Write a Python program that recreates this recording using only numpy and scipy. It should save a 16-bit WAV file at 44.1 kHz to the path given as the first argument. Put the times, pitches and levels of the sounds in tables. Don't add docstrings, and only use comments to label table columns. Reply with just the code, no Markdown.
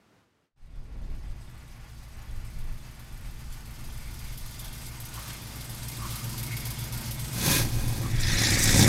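import sys
import numpy as np
from scipy import signal
from scipy.fft import rfft, irfft, next_fast_len
from scipy.io import wavfile
from scipy.ndimage import uniform_filter1d

SR = 44100
rng = np.random.default_rng(int(sys.argv[2]) if len(sys.argv) > 2 else 0)


def wrap_up_sound(samples):
    columns = np.atleast_2d(samples).T
    tamed = np.clip(columns, -1, 1)
    steps = np.round(tamed * 32767).astype(np.int16)
    wavfile.write(sys.argv[1], SR, steps)


N = 391608
T = np.arange(N) / SR

ROLL_M_S, BAY_ABREAST_S, BAY_GAP_M, TAIL_ABREAST_S, TAIL_GAP_M = 1.9, 6.72, 2.11, 8.63, 1.79
# at_s, over_s, gained_db
GRILLE = (4.56, 0.48, 2.7)


def undb(db):
    return 10 ** (np.asarray(db) / 20)


def gain_curve(table, fade_s):
    s, db = np.transpose(table)
    outside_s = np.maximum(s[0] - T, 0) + np.maximum(T - s[-1], 0)
    return undb(np.interp(T, s, db)) * np.exp(-(outside_s / fade_s) ** 2)


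def swell(at_s, over_s, peak=1):
    return peak * np.exp(-.5 * ((T - at_s) / over_s) ** 2)


def onset(at_s, over_s, db=0):
    return undb(db) * (1 + np.tanh((T - at_s) / over_s / 2)) / 2


def passing(abreast_s, gap_m, falloff):
    return (gap_m / np.hypot(ROLL_M_S * (T - abreast_s), gap_m)) ** falloff


def noise():
    return rng.standard_normal(N)


def walk(rate_hz):
    hold = max(int(SR / rate_hz), 1)
    steps = np.repeat(rng.standard_normal(N // hold + 1), hold)
    return np.sqrt(np.pi / 2) * uniform_filter1d(steps, hold)[:N]


# low_hz, high_hz
LEVEL_BANDS = dict(blat=(220, 600), mouth=(1500, 2600), jet=(3300, 7000), spray=(8000, 14000),
               gush=(3000, 14000), rush=(700, 2500), hiss=(4000, 12000), tick=(9000, 15000), wind=(15, 50),
               room=(80, 5000))


def colour(x, points, layer):
    hz, db = np.transpose(points)
    low_hz, high_hz = LEVEL_BANDS[layer]
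    size = next_fast_len(N + SR // 2) * 2
    f = np.maximum(np.arange(size // 2 + 1) * SR / size, 1)
    octaves_outside = np.maximum(np.log2(hz[0] / f), 0) + np.maximum(np.log2(f / hz[-1]), 0)
    gain_db = np.interp(np.log(f), np.log(hz), db) - 30 * np.minimum(octaves_outside, 2)
    cepstrum = irfft(gain_db * np.log(10) / 20)[:size // 2]
    cepstrum[1:] *= 2
    spectrum = rfft(x, size) * np.exp(rfft(cepstrum, size))
    in_band = (f > low_hz) & (f < high_hz)
    power = 2 * np.sum(np.abs(spectrum[in_band]) ** 2) / size / N
    return irfft(spectrum)[:N] / np.sqrt(power)


def ring(hz, width_hz):
    y = signal.lfilter(*signal.iirpeak(hz, hz / width_hz, fs=SR), noise())
    return y / np.std(y)


def clicks(at, sizes):
    return np.bincount(np.clip(at, 0, N - 1).astype(int), sizes, N)


def decay(x, seconds):
    return signal.lfilter([1], [1, -np.exp(-1 / (seconds * SR))], x)


def chirps(centre_hz, per_second, length_s, spread_octaves, glide):
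    out = np.zeros(N)
    t = np.arange(-SR // 50, SR // 50) / SR
    envelope = np.exp(-.5 * (t / length_s) ** 2)
    for when, pitch, bend, size in rng.random((int(per_second * N / SR), 4)):
        i = int(when * (N - len(t)))
        hz = centre_hz[i] * 2 ** (spread_octaves * (2 * pitch - 1))
        phase = 2 * np.pi * hz * (t + glide * (2 * bend - 1) * t ** 2)
        out[i:i + len(t)] += (.5 + size) * envelope * np.sin(phase)
    return out / np.std(out)


# time_s, level_db
ROOM_LEVEL = [(0, -64.5), (.19, -63), (.28, -70), (.45, -71), (.54, -95)]
# freq_hz, gain_db
ROOM_SPECTRUM = [(40, -10), (85, 0.5), (300, -1.5), (600, -7), (1400, -9.5), (3000, -17), (6000, -23),
                 (14000, -33)]


def room_tone():
    return gain_curve(ROOM_LEVEL, fade_s=.069) * colour(noise(), ROOM_SPECTRUM, "room")


# time_s, level_db
WIND_LEVEL = [(.55, -78), (.64, -48), (.9, -37), (1.25, -33.5), (1.7, -49.5), (2.15, -45.5), (2.3, -39),
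              (2.68, -38), (2.92, -48.5), (3.35, -37.5), (4.1, -38.5), (4.8, -41.5), (5.2, -50), (6.6, -46),
              (7.35, -46.5), (7.87, -28), (8.05, -41), (8.19, -25), (8.45, -39), (8.7, -27), (8.88, -39)]
# freq_hz, gain_db
WIND_SPECTRUM = [(10, -3), (20, 4.5), (35, -2.5), (55, -5.5), (100, -13), (200, -26.5), (400, -40),
                 (700, -43), (1000, -49)]


def wind(buffet_db=2.4):
    rumble = colour(undb(buffet_db * walk(15)) * noise(), WIND_SPECTRUM, "wind")
    return gain_curve(WIND_LEVEL, fade_s=.02) * rumble


# freq_hz, gain_db
GUST_SPECTRUM = [(90, 1), (200, -5), (400, -14), (900, -25)]


def early_gust(at_s=0.96, over_s=0.19, before_fade_db=-55):
    return undb(before_fade_db) * swell(at_s, over_s) * colour(noise(), GUST_SPECTRUM, "blat")


# centre_s, over_s, pitch_hz, width_hz, level_db
TYRE_SCUFFS = [(5.178, 0.022, 1100, 130, -47), (5.244, 0.11, 2500, 5000, -47.5),
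               (5.27, 0.055, 1210, 150, -51), (5.305, 0.0042, 1990, 3000, -38),
               (6.043, 0.034, 1100, 110, -42), (6.12, 0.092, 4900, 8000, -44),
               (6.177, 0.064, 1190, 120, -48.5), (6.346, .006, 1000, 150, -45),
               (8.055, 0.026, 1150, 90.5, -45)]


def scuffs():
    out = 0
    for centre_s, over_s, pitch_hz, width_hz, level_db in TYRE_SCUFFS:
        out = out + swell(centre_s, over_s, undb(level_db)) * ring(pitch_hz, width_hz)
    return out


# freq_hz, gain_db
RUSH_SPECTRUM = [(240, -21), (400, -29.5), (434, 3.5), (505, -6.5), (553, -18), (600, 0), (1080, 1.5),
                 (1360, -0.5), (1920, -0.5), (2110, -1), (2660, -3), (3460, -11), (4500, -11.5),
                 (5850, -24), (9900, -120)]
# freq_hz, gain_db
HISS_SPECTRUM = [(1650, -14), (2800, -2), (3240, 0), (3510, -3.5), (3920, 0.5), (4950, 4), (5440, 0.5),
                 (6520, 1.5), (7230, -2), (8240, -4), (9600, -2), (12000, -4), (15100, -8), (16000, -23)]
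# pitch_hz, width_hz, mean_level_db (re bay_db)
METAL_RINGS = [(948, 44, -21.5), (1427, 25, -19), (2180, 170, -12.5), (3480, 210, -13.5), (4920, 170, -18),
               (8200, 460, -10.5)]


def fan_and_tyres(rush_db=-49.5, bay_db=-45, rattle_db=4.0):
    rush_gain = undb(rush_db) * passing(BAY_ABREAST_S, BAY_GAP_M, .7)
    bay_gain = undb(bay_db + swell(*GRILLE)) * passing(BAY_ABREAST_S, BAY_GAP_M, 1.23)
    rush = colour(undb(1.1 * walk(25)) * noise(), RUSH_SPECTRUM, "rush")
    hiss = colour(undb(1.4 * walk(40)) * noise(), HISS_SPECTRUM, "hiss")
    rings = 0
    for pitch_hz, width_hz, level_db in METAL_RINGS:
        rings = rings + undb(level_db + rattle_db * walk(18)) * ring(pitch_hz, width_hz)
    squeaks = chirps(np.full(N, 5500), per_second=22, length_s=.005, spread_octaves=.8, glide=1.5)
    return rush_gain * rush + bay_gain * (undb(-1) * hiss + rings + undb(-13) * squeaks)


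# place in the firing order, mean_level_db (relative)
LEAKY_CYLINDERS = [(0, -6.5), (3, -2), (4, -13.5), (6, -3)]
FIRING_BANKS = [0, 1, 0, 0, 1, 0, 1, 1]
# freq_hz, gain_db
TICK_SPECTRUM = [(1500, -37), (2800, -7), (3500, -0.5), (4200, -6), (5000, -2), (7200, -6), (8400, -2),
                 (9600, -2.5), (11500, 2.5), (13300, 0), (15500, -11)]


def ticks(cycle, tick_db=-37.5, lag_s=0.0039, scatter_db=3, rise_s=0.0012, ring_s=0.018):
    spits = 0
    for place, level_db in LEAKY_CYLINDERS:
        turns = np.floor(cycle - round(place) / len(FIRING_BANKS))
        at = np.flatnonzero(np.diff(turns) > 0)
        chance = np.clip(rng.standard_normal(len(at)), -2, 2)
        spits = spits + clicks(at + lag_s * SR, undb(level_db + scatter_db * chance))
    envelope = decay(decay(spits, ring_s), rise_s) / (rise_s * SR)
    gain = undb(tick_db + 1.36 * swell(*GRILLE)) * passing(BAY_ABREAST_S, BAY_GAP_M, 1.57)
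    return gain * envelope * colour(noise(), TICK_SPECTRUM, "tick")


# peak_s, rise_s, fall_s, hiss_db, thump_db
GAS_GUSHES = [(7.54, 0.092, 0.055, -24.5, -32), (7.87, 0.25, 0.17, -42, -45.5)]


def gushing():
    hiss_gain, thump_gain = 0, 0
    for peak_s, rise_s, fall_s, hiss_db, thump_db in GAS_GUSHES:
        shape = swell(peak_s, np.where(T < peak_s, rise_s, fall_s))
        hiss_gain = hiss_gain + undb(hiss_db) * shape
        thump_gain = thump_gain + undb(thump_db) * shape
    return hiss_gain, thump_gain


# freq_hz, gain_db
GUSH_SPECTRUM = [(350, -16), (500, -19), (780, -13), (980, -8), (1300, -7.5), (1700, -4), (2300, -1.5),
                 (2900, -7.5), (3500, -2.5), (4400, -1), (6200, -2.5), (7500, -6), (11500, -2.5),
                 (16000, -12.5)]
# pitch_hz, width_hz, level_db (re hiss)
BODY_HOLLOWS = [(1025, 43, -17), (1626, 67, -14.5), (2480, 77, -12.5), (3500, 120, -14.5), (6300, 370, -13)]


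def underside(pulses, trim_db=-1, steady=1.2, swirl_db=1):
    flow = (steady + decay(pulses, 0.013)) * undb(swirl_db * walk(60))
    hiss = colour(flow * noise(), GUSH_SPECTRUM, "gush")
    rings = sum(undb(level_db) * ring(pitch_hz, width_hz) for pitch_hz, width_hz, level_db in BODY_HOLLOWS)
    hiss_gain, _ = gushing()
    return undb(trim_db) * hiss_gain * (hiss + rings)


# freq_hz, gain_db
MOUTH_SPECTRUM = [(700, -18), (1200, -17.5), (1500, -13), (1830, -2), (2050, -6.5), (2400, -7), (2800, -16),
                  (3200, -18)]
JET_SPECTRUM = [(2600, -23), (3200, -6), (3600, 5), (4200, -1.5), (4800, -3), (5600, 1.5), (6500, -5),
                (7500, -25), (10000, -8)]
SPRAY_SPECTRUM = [(5000, 2.5), (7000, 3.5), (8000, 3), (9200, -0.5), (11000, -3), (13500, -6), (15700, -15)]


def tailpipes(pulses, mouth_db=-31, jet_db=-30, whistle_db=-33, spray_db=-30, steady=0.8, swirl_db=2.5):
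    flow = steady + decay(decay(pulses, 0.0087), 0.00077) / (0.00088 * SR)
    mouth = colour(flow * noise(), MOUTH_SPECTRUM, "mouth")
    jet = colour(flow * undb(swirl_db * walk(50)) * noise(), JET_SPECTRUM, "jet")
    spray = colour(flow * undb(2.8 * walk(60)) * noise(), SPRAY_SPECTRUM, "spray")
    whistle_hz = np.interp(T, [8.25, 8.55, 8.88], [4500, 5900, 7000])
    whistles = chirps(whistle_hz, per_second=260, length_s=.003, spread_octaves=.5, glide=4)
    out = onset(8.245, 0.082, mouth_db) * mouth
    out += onset(8.254, 0.059) * (undb(jet_db) * jet + undb(whistle_db) * whistles)
    return out + onset(8.478, 0.14, spray_db) * spray


def firings(cycle, scatter_db=1.45, far_bank_db=-4, far_lag_s=.002, jitter_s=0.00062):
    at = np.flatnonzero(np.diff(np.floor(cycle * len(FIRING_BANKS))) > 0)
    far = np.resize(FIRING_BANKS, len(at))
    time_chance, level_chance = np.clip(rng.standard_normal((2, len(at))), -2, 2)
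    lag_s = far_lag_s * far + jitter_s * time_chance
    return clicks(at + SR * lag_s, undb(far_bank_db * far + scatter_db * level_chance))


def hum(cycle, lines, flutter_db=2):
    crank = cycle + .002 * walk(16)
    out = 0
    for multiple, level_db in lines:
        phase = 2 * np.pi * (round(multiple) * crank + rng.random())
        out = out + undb(level_db + flutter_db * walk(14)) * np.sin(phase)
    return out / np.std(out)


# multiple of the eight-cylinder cycle, mean_level_db (relative)
FRONT_LINES = [(7, -7.5), (13, -33), (15, -3.5), (16, 1), (17, -13), (19, -4), (21, -14.5), (29, -10.5),
               (32, -14), (35, -21.5), (45, -28.5), (46, -23.5), (47, -20.5), (60, -26.5), (75, -29)]
REAR_LINES = [(7, -8), (11, -3.5), (14, -1.5), (15, 1), (16, -15), (18, -3), (23, -11.5), (35, -10.5),
              (38, -24), (46, -14), (75, -19.5)]
# freq_hz, gain_db
BLAT_SPECTRUM = [(40, -25), (80, 3.5), (130, 4), (180, 3), (260, -0.5), (345, -2), (405, -9), (510, -11),
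                 (555, -6), (610, -17.5), (750, -11), (1200, -22.5), (3000, -51)]


def exhaust(cycle, pulses, hum_db=-29, boom_db=-42.5, blat_db=-48, beam_db=-37.5, rough=0.077):
    behind = np.clip((T - 7.5) / 1.0, 0, 1)
    drone = np.sqrt(1 - behind) * hum(cycle, FRONT_LINES)
    drone += undb(-0.5) * np.sqrt(behind) * hum(cycle, REAR_LINES)
    boom = hum(cycle, [(len(FIRING_BANKS), 0)])
    puffs = rough * decay(pulses, 0.019) * noise()
    thumps = colour(pulses + puffs, BLAT_SPECTRUM, "blat")

    near = passing(TAIL_ABREAST_S, TAIL_GAP_M, 1)
    pull = onset(8.73, 0.02)
    wheel_well_db, front_gap_db = swell(6.41, 0.22, 4), swell(5.9, 0.66, 4.4)
    drone_gain = undb(hum_db + wheel_well_db + 7.5 * pull) * near ** 1.283
    boom_gain = undb(boom_db) * near ** 0.46
    _, gush_thump_gain = gushing()
    thump_gain = undb(blat_db + front_gap_db) * near ** 0.94 + gush_thump_gain
    thump_gain += onset(8.35, 0.044, beam_db) * undb(10 * pull)
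    return boom_gain * boom + drone_gain * drone + thump_gain * thumps


# far_delay_s, past_delay_s, gain
REFLECTIONS = [(.0007, 0.00107, 0.0033), (.0019, 0.0016, -0.051), (.0036, .0031, .2), (.0068, .0076, -0.13)]


def bounces(x):
    out, place = x, np.arange(N)
    fine = signal.resample_poly(x, 4, 1)
    fine_place = np.linspace(0, N, len(fine), endpoint=False)
    for far_s, past_s, gain in REFLECTIONS:
        lag = np.interp(T, [0, T[-1]], [far_s, past_s]) * SR
        out = out + gain * np.interp(place - lag, fine_place, fine, left=0)
    return out / np.sqrt(1 + sum(gain ** 2 for *_, gain in REFLECTIONS))


def far_off(x, edge_hz=6500):
    soft = signal.sosfilt(signal.butter(1, edge_hz, fs=SR, output="sos"), x)
    return soft + onset(1.44, 0.46) * (x - soft)


# time_s, firing_rate_hz
FIRING_RATE = [(0.6, 61.27), (1.7, 60.44), (2.2, 56.94), (2.7, 58.42), (3.0, 60.48), (4.6, 59.46),
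               (5.4, 57.08), (5.8, 58.64), (6.6, 58.34), (7.0, 59.53), (7.8, 57.79), (8.2, 59.5),
               (8.5, 58.6), (8.88, 58.7)]


def scene(fade_start_s=0.56, fade_length_s=0.92, fade_curve=0.5):
    firing_hz = np.interp(T, *np.transpose(FIRING_RATE))
    cycle = np.cumsum(firing_hz) / SR / len(FIRING_BANKS)
    pulses = firings(cycle)
    background = room_tone() + wind()
    hisses = fan_and_tyres() + ticks(cycle) + underside(pulses) + tailpipes(pulses)
    outdoors = early_gust() + scuffs() + far_off(bounces(hisses)) + exhaust(cycle, pulses)
    fade = np.clip((T - fade_start_s) / fade_length_s, 0, 1) ** fade_curve
    return (background + fade * outdoors)[None]


def record(dry, top_hz=15750):
    return signal.sosfilt(signal.ellip(10, .2, 80, top_hz, fs=SR, output="sos"), dry)


dry = scene()
out = record(dry)
wrap_up_sound(out)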